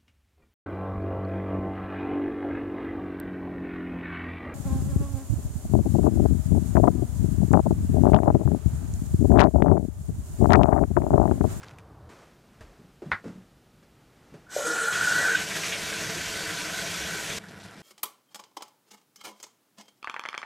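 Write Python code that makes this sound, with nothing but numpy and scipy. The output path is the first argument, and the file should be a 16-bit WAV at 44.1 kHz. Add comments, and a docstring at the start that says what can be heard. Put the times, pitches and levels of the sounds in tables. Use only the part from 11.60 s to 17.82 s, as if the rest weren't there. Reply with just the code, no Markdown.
"""A yard, traffic far off: a broom scrapes grit into a dustpan. Then, abruptly, a small bathroom.
Someone leans into the tub, bumps its shell, seats the drain plug with a clack and opens the faucet.
The valve hisses and whines while half open, the spout gulps, and the jet splashes and drums on the tub.
After another abrupt change the jet runs softly into foam. One microphone, mono throughout."""
import sys
import numpy as np
from scipy import signal
from scipy.fft import rfft, irfft
from scipy.io import wavfile
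from scipy.ndimage import uniform_filter1d

SR = 44100
rng = np.random.default_rng(int(sys.argv[2]) if len(sys.argv) > 2 else 0)


def inscribe(sig):
    """Save sig as 16-bit PCM at rate SR to the path in sys.argv[1].

    A 1-D sig is mono; a 2-D sig holds one channel per row.
    Samples are clipped to [-1, 1] before scaling.
    """
    pcm = np.round(np.clip(np.atleast_2d(sig).T, -1, 1) * 32767)
    wavfile.write(sys.argv[1], SR, pcm.astype(np.int16))


N = 274302
T = np.arange(N) / SR

# Distant traffic, heard from the yard. Each row: frequency in Hz, level in dB.
TRAFFIC_SPECTRUM = [(18, -48), (30, -22), (105, -1), (228, -19), (328, -15.5), (364, -24), (426, -17),
                    (497, -21), (978, -22), (1560, -30.5), (2370, -42), (2920, -43), (3150, -42),
                    (15000, -54)]
# Bristles on asphalt. Each row: frequency in Hz, level in dB.
BRISTLE_SPECTRUM = [(300, 1), (1500, 3.5), (3500, -6), (7000, -11), (14000, -27)]
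# Pushes of the broom. Each row: peak time in seconds, level in dB, rise and decay in seconds.
BROOM_STROKES = [(.03, -52.5, 0.055, 0.073), (.11, -53.5, .04, .02), (.195, -57, .015, 0.014)]
# Grit and broom head on the pan. Each row: start in seconds, level in dB, pitch in Hz, decay in seconds.
DUSTPAN_TICKS = [(.01, -51, 7000, 0.0022), (.031, -36.5, 1430, 0.0063), (.033, -43, 5960, 0.0054),
                 (.065, -50, 3400, .002), (.083, -40.5, 3550, 0.0022), (.112, -49, 3000, .002),
                 (.185, -41, 2030, 0.0036), (.186, -48, 7650, .002)]
# Bathroom room tone. Each row: frequency in Hz, level in dB.
ROOM_SPECTRUM = [(15, -35), (25, -12), (54, -0.5), (95, -7.5), (128, -2), (250, -6.5), (655, -16.5),
                 (769, -16.5), (1060, -21.5), (1310, -19.5), (1960, -24.5), (2930, -25), (15000, -37)]
# Rustling clothes. Each row: frequency in Hz, level in dB.
CLOTH_SPECTRUM = [(150, 4), (450, 5.5), (900, 0), (1300, 0), (2200, -6), (3500, -13), (6000, -15),
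                  (8000, -18), (11000, -27.5), (15000, -35)]
# Moves of the body. Each row: peak time in seconds, level in dB, rise and decay in seconds.
BODY_MOVES = [(.487, -48.5, .01, 0.13), (.63, -55.5, 0.078, 0.08), (1.06, -58, 0.21, 0.27),
              (1.46, -55, .03, 0.21), (1.67, -52, .015, 0.1), (2.76, -59, 0.35, 0.33)]
# Hands and knees on the tub. Each row: start in seconds, level in dB, pitch in Hz, decay in seconds,
# scuff level in dB relative to the bump.
TUB_BUMPS = [(1.008, -35.5, 51.6, 0.04, -4), (1.192, -41, 176, 0.012, -23), (1.246, -45.5, 183, 0.033, -26),
             (1.42, -32.5, 354, 0.025, -12.5), (1.46, -32.5, 153.5, 0.037, -27),
             (1.514, -35.5, 74.4, 0.02, -3), (1.642, -32.5, 300, 0.014, -11),
             (1.656, -28, 221.6, 0.027, -19), (1.68, -32.5, 185, 0.042, -14),
             (1.756, -36.5, 185, 0.041, -32), (2.227, -46.5, 189, 0.01, -6),
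             (2.722, -39.5, 160.5, 0.046, -30), (2.74, -39, 422, 0.021, -5)]
# The plug drops into its seat. Each row: start in seconds, level in dB.
PLUG_CLACKS = [(1.5171, -10.8), (1.532, -23)]
# The plug's ring. Each row: frequency in Hz, level in dB, seconds to fall 60 dB.
PLUG_MODES = [(810, -6, 0.099), (1094, -22, 0.081), (1260, -9, 0.063), (1437, 3, 0.17), (1580, 1, 0.069),
              (1820, -3, 0.1), (2050, -2, 0.06), (2500, -12, .06), (3000, -20, 0.063), (3540, -6, 0.043)]
# The clack thrown back by the tub walls. Each row: frequency in Hz, level in dB.
CLACK_ECHO_SPECTRUM = [(200, -16), (600, -16), (800, -11), (1400, 0), (2000, 0.5), (2800, -22), (3500, -23),
                       (4500, -26), (6000, -41), (9000, -49), (15000, -69)]
# The jet through the half-open valve. Each row: frequency in Hz, level in dB.
HISS_SPECTRUM = [(250, -1.5), (450, 4.5), (700, 7.5), (950, 4.5), (1200, 1.5), (1700, 0), (2200, -1.5),
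                 (3500, -6), (4800, -1.5), (6500, 3), (8000, 0.5), (9500, -4.5), (13000, -12), (15000, -19)]
# The hollow spout's resonances. Each row: frequency in Hz, width in Hz, level in dB.
SPOUT_MODES = [(2425, 80, 0.5), (3000, 120, 1.5), (3350, 160, 0.5), (3690, 110, 0.5), (4140, 64, 2.5),
               (4650, 79, -9), (5080, 170, -11), (5950, 120, 1), (6410, 49, 0), (6620, 12, 4),
               (7210, 110, 0), (7610, 80, 3), (7600, 57, -8), (7830, 120, 2), (8570, 93, 0)]
# The pipe's resonances. Each row: frequency in Hz, width in Hz, level in dB.
PIPE_MODES = [(1104, 11, -16.5), (1275, 21, -33), (1610, 20, -12), (1732, 45, -5.5), (1830, 27, -15),
              (1937, 16, -10.5)]
# The whine flares up. Each row: peak time in seconds, level in dB, pitch in Hz, length in seconds.
WHINE_FLARES = [(3.075, -28.5, 1434, .05), (3.285, -20, 1420, .022), (3.414, -15.5, 1437, .014),
                (3.478, -18, 1474, .018), (3.522, -18, 1557, 0.015), (3.684, -14.5, 1450, .011),
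                (3.697, -15, 1488, .018), (3.753, -13.5, 1530, 0.017)]
# The tub shell's resonances. Each row: frequency in Hz, width in Hz, level in dB.
TUB_MODES = [(69.4, 25, -18), (101.5, 6.3, -10), (162, 19, -1), (185, 31, -1.5), (310.7, 11.7, -2),
             (438, 28, -2.5), (449, 22, -11), (674, 21, -1.5), (975, 32, -6), (1930, 14, -3.5),
             (2303, 30, -3.5)]
# Air in the filling spout. Each row: start in seconds, level in dB, pitch in Hz, fall in Hz per second,
# rise and decay in seconds.
SPOUT_GULPS = [(2.963, -18.5, 567, 900, 0.0023, 0.0033), (2.975, -36.5, 593, 1504, 0.0041, 0.067),
               (3.045, -25.5, 482.6, 250, .0091, 0.034), (3.067, -33, 327, 100.6, .0071, 0.022),
               (3.199, -34.5, 458.4, 100, 0.014, 0.044), (3.679, -33, 458, 100, .0075, 0.021)]
# The jet on the bare tub. Each row: frequency in Hz, level in dB.
SPLASH_SPECTRUM = [(30, -36), (60, -13), (100, -2.5), (125, -8), (165, 5.5), (265, -17), (330, -7),
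                   (600, -4), (850, -8), (1200, -7), (1600, -2), (3000, -4.5), (4400, -5.5), (6300, -5.5),
                   (8000, -8.5), (10000, -14.5), (13000, -19), (15000, -27)]
# Larger splashes in the new pool. Each row: start in seconds, level in dB, pitch in Hz, decay in seconds.
POOL_SLAPS = [(3.325, -27.5, 2530, 0.015), (3.752, -26.5, 2880, 0.033), (3.805, -25.5, 2200, 0.011),
              (3.903, -28.5, 1940, 0.022), (3.951, -26, 2434, 0.0076), (4.033, -23, 2200, 0.01),
              (4.122, -23.5, 2470, 0.021), (4.325, -26.5, 1910, 0.014), (4.608, -27.5, 1930, 0.0087),
              (4.89, -29, 1730, 0.013), (5.7, -27, 1900, 0.0073)]
# The jet spurts. Each row: peak time in seconds, level in dB, rise and decay in seconds.
JET_SPURTS = [(3.965, -31.5, 0.022, 0.039), (4.055, -34, 0.02, 0.12)]
# The jet running into suds. Each row: frequency in Hz, level in dB.
FOAM_SPECTRUM = [(30, -19), (70, -8), (105, 8), (128, -3), (180, 9), (260, -5), (700, -6), (1150, -11),
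                 (1400, -2.5), (1700, -4), (2100, -10), (4500, -15.5), (8000, -21.5), (12000, -28),
                 (15000, -40)]
# Spatters on the foam. Each row: start in seconds, level in dB, pitch in Hz, decay in seconds.
FOAM_SPATTERS = [(5.885, -44, 4500, 0.02), (5.968, -59, 7500, .002), (6.0, -44, 3480, 0.055),
                 (6.037, -44, 5500, .018), (6.111, -44, 7470, .002), (6.203, -49, 7500, 0.0043)]

INDOORS_S, FOAM_S = 0.491, 5.787  # the two changes of scene
FLOW_START_S, FLOW_RISE_S, JET_LANDS_S, WIDE_OPEN_S = 2.886, 0.044, 3.312, 3.715
FAINT_START_S, WHINE_START_S, WHINE_END_S = 2.87, 2.99, 3.71  # at the end the gap is too wide to whistle
WHINE_DB, WHINE_GROWTH_DB_PER_S, WHINE_FALL_DB_PER_S = -30.5, 10.5, 145
WHINE_HZ, SAG_HZ_PER_S, CLIMB_HZ_PER_S = 1396, 1150, 168
HISS_DB, SPLASH_DB, DRUM_DB, DRIBBLE_DB, FOAM_DB = -34, -34, -43, -51, -48
TREBLE_LIMIT_HZ = 15300


def amp(db):
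    """Decibels to gain."""
    return 10 ** (np.asarray(db) / 20)


def unit(x):
    """Scaled to rms 1."""
    return x / np.sqrt(np.mean(x ** 2) + 1e-20)


def peaked(x):
    """Scaled to peak 1."""
    return x / abs(x).max()


def add(mix, start, sound):
    """Mixes a sound in at start seconds."""
    part = mix[max(round(start * SR), 0):][:len(sound)]
    part += sound[:len(part)]


def colour(x, points):
    """Shapes x by a spectrum of (Hz, dB) points, at rms 1."""
    hz, db = np.transpose(points)
    f = np.fft.rfftfreq(len(x), 1 / SR) + 1
    gain = amp(np.interp(np.log(f), np.log(hz), db)) * np.minimum(f / hz[0], 1) ** 2
    return unit(irfft(rfft(x) * gain, len(x)))


def noise(size=N):
    """White noise."""
    return rng.standard_normal(size)


def wander(rate):
    """Random drift of rms 1, up to about rate changes a second."""
    return unit(irfft(rfft(noise()) * np.exp(-(np.fft.rfftfreq(N, 1 / SR) / rate) ** 2), N))


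def envelope(start, rise, end=np.inf, fall_db_per_s=0):
    """Rises towards 1 from start, then falls after end."""
    attack = (1 - np.exp(-np.maximum(T - start, 0) / rise)) ** 2
    return attack * amp(-fall_db_per_s * np.maximum(T - end, 0))


def swells(rows):
    """Gain of overlapping gestures, each rising to its peak and dying away."""
    return np.sqrt(sum((amp(db) * np.exp(-np.maximum((peak - T) / rise, (T - peak) / decay))) ** 2
                       for peak, db, rise, decay in rows))


def resonate(x, hz, width):
    """A steady or moving resonance of gain 1."""
    turn = np.exp(2j * np.pi * np.cumsum(hz * np.ones(len(x))) / SR)
    pole = np.exp(-np.pi * width / SR)
    return 2 * (turn * signal.lfilter([1 - pole], [1, -pole], x / turn + 1e-18)).real


def ring_modes(drive, modes, skirt):
    """Rings each mode with a fresh drive(); a second resonance, skirt times wider, trims its sides."""
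    return sum(amp(db) * unit(resonate(resonate(drive(), hz, width), hz, skirt * width))
               for hz, width, db in modes)


def band(x, hz, spread):
    """Band-pass from hz / spread to hz * spread."""
    edges = [hz / spread, min(hz * spread, SR / 2 - 1)]
    return signal.sosfilt(signal.butter(2, edges, "band", fs=SR, output="sos"), x)


def patchy(x, depth_db):
    """Lets patches of the spectrum swell and fade independently."""
    spectra = signal.stft(x, nperseg=512)[2]
    patches = uniform_filter1d(noise(spectra.shape), size=12, axis=0)
    patches = unit(uniform_filter1d(patches, size=8, axis=1))
    return signal.istft(spectra * amp(depth_db * patches), nperseg=512)[1][:N]


def room(x, wet_db, t60):
    """The direct sound at the microphone, plus dense reflections from close, hard walls."""
    t = T[:SR // 2]
    taps = noise(len(t)) * (rng.random(len(t)) < .15) * (t > .002) * amp(-60 * t / t60)
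    return x + amp(wet_db) * signal.oaconvolve(x, taps / np.linalg.norm(taps))[:N]


def burst(hz, decay, spread):
    """A dying burst of noise around one frequency."""
    t = T[:SR // 3]
    return peaked(band(noise(len(t)) * np.exp(-t / decay), hz, spread))


def ticks(rows, spread):
    """One short burst for each row."""
    out = np.zeros(N)
    for start, db, hz, decay in rows:
        add(out, start, amp(db) * burst(hz, decay, spread))
    return out


def drops(per_s, spread_db):
    """Random impacts, most small and a few large."""
    return noise() * (rng.random(N) < per_s / SR) * amp(spread_db * np.minimum(rng.exponential(1, N), 4))


def bubbles(per_s, low_hz, high_hz, cycles, count=30):
    """Trapped bubbles ring for some cycles, rising in pitch as they surface."""
    out, t = np.zeros(N), T[:SR // 12]
    for hz in np.geomspace(low_hz, high_hz, count):
        age = t * hz / cycles
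        ring = np.exp(-age) * np.sin(2 * np.pi * hz * t * (1 + 0.0273 * age))
        births = (rng.random(N) < per_s / count / SR) * rng.uniform(-0.93, 1, N) ** 3
        out += signal.oaconvolve(births, ring)[:N] * np.sqrt(hz)
    return unit(out)


def traffic():
    """Traffic rumbles far from the microphone."""
    return amp(-49) * colour(noise(), TRAFFIC_SPECTRUM)


def broom():
    """In the open air, bristles scrape asphalt and push ticking grit into the pan."""
    sweep = swells(BROOM_STROKES) * colour(drops(2500, 3.3), BRISTLE_SPECTRUM)
    return sweep + ticks(DUSTPAN_TICKS, spread=1.32)


def room_tone():
    """The bathroom's faint, low background."""
    return amp(-59) * colour(noise(), ROOM_SPECTRUM)


def leaning_in():
    """Cloth rustles and soft bumps set the tub shell thudding; their scuffs echo off the near walls."""
    thuds, scuffs, t = np.zeros(N), np.zeros(N), T[:SR // 3]
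    for start, db, hz, decay, scuff_db in TUB_BUMPS:
        thud = peaked(np.sin(2 * np.pi * hz * t) * (1 - np.exp(-t / 0.0011)) * np.exp(-t / decay))
        add(thuds, start, amp(db) * (0.47 * thud + 0.68 * burst(hz, decay, spread=1.55)))
        scuff = peaked(colour(noise(len(t)), CLOTH_SPECTRUM) * np.exp(-t / 0.018))
        add(scuffs, start, amp(db + scuff_db) * scuff)
    cloth = swells(BODY_MOVES) * colour(drops(20000, 0.59), CLOTH_SPECTRUM)
    return thuds + room(scuffs, wet_db=-4.5, t60=0.18) + cloth


def drain_plug():
    """A sharp contact pulse, then the plug's ring and the tub's dense reflections."""
    out, t = np.zeros(N), T[:SR // 3]
    pulse = band(1. * (t == 0), hz=1460, spread=1.9)
    contact = peaked(signal.sosfilt(signal.butter(2, [1100, 2200], "band", fs=SR, output="sos"), pulse))
    ring = peaked(sum(amp(db - 60 * t / t60) * np.sin(2 * np.pi * (hz * t + rng.random()))
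                      for hz, db, t60 in PLUG_MODES))
    for start, db in PLUG_CLACKS:
        reflections = colour(noise(len(t)), CLACK_ECHO_SPECTRUM) * amp(-60 * t / 0.14)
        tail = (amp(-10.5) * reflections + amp(-11.5) * ring) * (1 - np.exp(-t / 0.00062))
        add(out, start, amp(db) * (contact + tail))
    return out


def valve():
    """The valve cracks open with a tick and hisses through the hollow spout until it is wide open."""
    hollow = unit(ring_modes(noise, SPOUT_MODES, skirt=3))
    jet = amp(-2) * patchy(colour(noise(), HISS_SPECTRUM), depth_db=2.5) + amp(-5) * hollow
    tick = room(ticks([(2.865, -48, 1440, 0.015)], spread=1.05), wet_db=-9, t60=.2)
    hissing = amp(HISS_DB) * envelope(FLOW_START_S, FLOW_RISE_S, WIDE_OPEN_S, fall_db_per_s=108)
    return tick + hissing * jet * amp(.6 * wander(35))


def whine():
    """The narrow gap whistles unsteadily, louder and higher as it opens, and the pipe sings along."""
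    age = T - WHINE_START_S
    fill_left_s = np.clip(-age, 0, WHINE_START_S - FAINT_START_S)
    turned_s = np.clip(age, 0, WHINE_END_S - WHINE_START_S)
    # The pitch sags as the spout fills, then climbs as the handle turns.
    hz = WHINE_HZ + SAG_HZ_PER_S * fill_left_s + CLIMB_HZ_PER_S * turned_s
    whistle = unit(resonate(resonate(noise(), hz, width=105), hz, width=160))
    whistle = unit(whistle / np.sqrt(1 + 0.057 * abs(signal.hilbert(whistle)) ** 2))  # it saturates
    pipe = ring_modes(noise, PIPE_MODES, skirt=4)
    pipe_db = -8 + 2.5 * np.exp(-((T - 3.56) / .08) ** 2)  # the gap passes the width that suits the pipe
    faint = amp(-40) * envelope(FAINT_START_S, 0.034, WHINE_END_S, WHINE_FALL_DB_PER_S)
    strong = amp(WHINE_DB + WHINE_GROWTH_DB_PER_S * turned_s)
    strong *= envelope(WHINE_START_S, 0.033, WHINE_END_S, WHINE_FALL_DB_PER_S)
    out = np.hypot(faint, strong) * (amp(-1.5) * whistle + amp(pipe_db) * pipe)
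    for peak, db, flare_hz, length in WHINE_FLARES:
        t = np.arange(0, length, 1 / SR)
        add(out, peak - length / 2, amp(db) * np.hanning(len(t)) * np.sin(2 * np.pi * flare_hz * t))
    return out


def tub_shell():
    """The lumpy jet keeps the tub's modes ringing."""
    return unit(ring_modes(lambda: drops(900, 1.55), TUB_MODES, skirt=5))


def tub_drumming():
    """The tub drums under a dribble, then the jet; air dragged under glugs as the pool deepens."""
    dribble = amp(DRIBBLE_DB) * envelope(FLOW_START_S, FLOW_RISE_S)
    jet = amp(DRUM_DB + 1.2 * wander(8.9)) * envelope(JET_LANDS_S, rise=0.022)
    glugs = amp(-7.5) * envelope(WIDE_OPEN_S, rise=0.19) * bubbles(90, 60, 593, cycles=4.2)
    return np.hypot(jet, dribble) * (tub_shell() + glugs)


def spout():
    """Pockets of air flutter and ring with falling pitch as water drives them out."""
    out, t = np.zeros(N), T[:SR // 3]
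    for start, db, hz, fall, rise, decay in SPOUT_GULPS:
        swell = peaked((1 - np.exp(-t / rise)) ** 2 * np.exp(-t / decay))
        add(out, start, amp(db - 2) * swell * np.sin(2 * np.pi * (hz - fall * t / 2) * t))
    return room(out * (1 + 0.3 * wander(200)), wet_db=-3.5, t60=0.31)


def splash():
    """Drops, fine spray and bubbles where the jet hits the tub."""
    impacts = unit(room(colour(drops(1800, 1.6), SPLASH_SPECTRUM), wet_db=4, t60=0.28))
    spray = colour(noise(), SPLASH_SPECTRUM)
    gurgle = unit(room(bubbles(520, 1252, 4560, cycles=11), wet_db=1.5, t60=.12))
    water = patchy(unit(impacts + amp(-1.5) * spray + amp(-6.5) * gurgle), depth_db=1)
    slaps = room(ticks(POOL_SLAPS, spread=1.265), wet_db=0, t60=0.085)
    falter_db = -2 * np.exp(-((T - 3.86) / .035) ** 2)  # the jet falters as the valve comes wide open
    flow = amp(SPLASH_DB + falter_db) * envelope(JET_LANDS_S, rise=0.011)
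    return np.hypot(flow, swells(JET_SPURTS)) * water * amp(.5 * wander(50)) + slaps


def full_flow_ring():
    """At full flow a faint, wavering ring near the whine's pitch builds slowly."""
    singing = amp(-40.5 + 2 * wander(6.6)) * envelope(WIDE_OPEN_S, rise=0.56, end=5.55, fall_db_per_s=64)
    return singing * unit(resonate(resonate(noise(), hz=1530, width=79), hz=1420, width=220))


def foam():
    """Deeper water and suds muffle the jet; stray droplets fizz on top."""
    water = patchy(colour(drops(5500, 0.73), FOAM_SPECTRUM), depth_db=1.5)
    water += amp(-16) * bubbles(200, 428, 2440, cycles=11)
    fizz = unit(room(band(drops(120, 2.9), hz=6000, spread=1.5), wet_db=7, t60=0.19))
    spatters = ticks(FOAM_SPATTERS, spread=1.54)
    return amp(FOAM_DB) * water + amp(-55.5) * tub_shell() + amp(-70) * fizz + spatters


def scene():
    """Yard, bare tub and foamy tub in turn, joined by 3 ms crossfades; one microphone on both channels."""
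    indoors, foamy = (np.clip((T - change) / .003 + .5, 0, 1) for change in (INDOORS_S, FOAM_S))
    faucet = valve() + whine() + tub_drumming() + spout() + splash() + full_flow_ring()
    bathroom = room_tone() + leaning_in() + drain_plug() + faucet
    yard = traffic() + broom()
    mono = (1 - indoors) * yard + (indoors - foamy) * bathroom + foamy * foam()
    return np.array([mono, mono])


def record(dry):
    """A steep low-pass takes the top treble off the microphone's signal."""
    lowpass = signal.firwin(801, TREBLE_LIMIT_HZ, window=("kaiser", 9), fs=SR)
    return signal.oaconvolve(dry, lowpass[None], "same")


dry = scene()
out = record(dry)
inscribe(out)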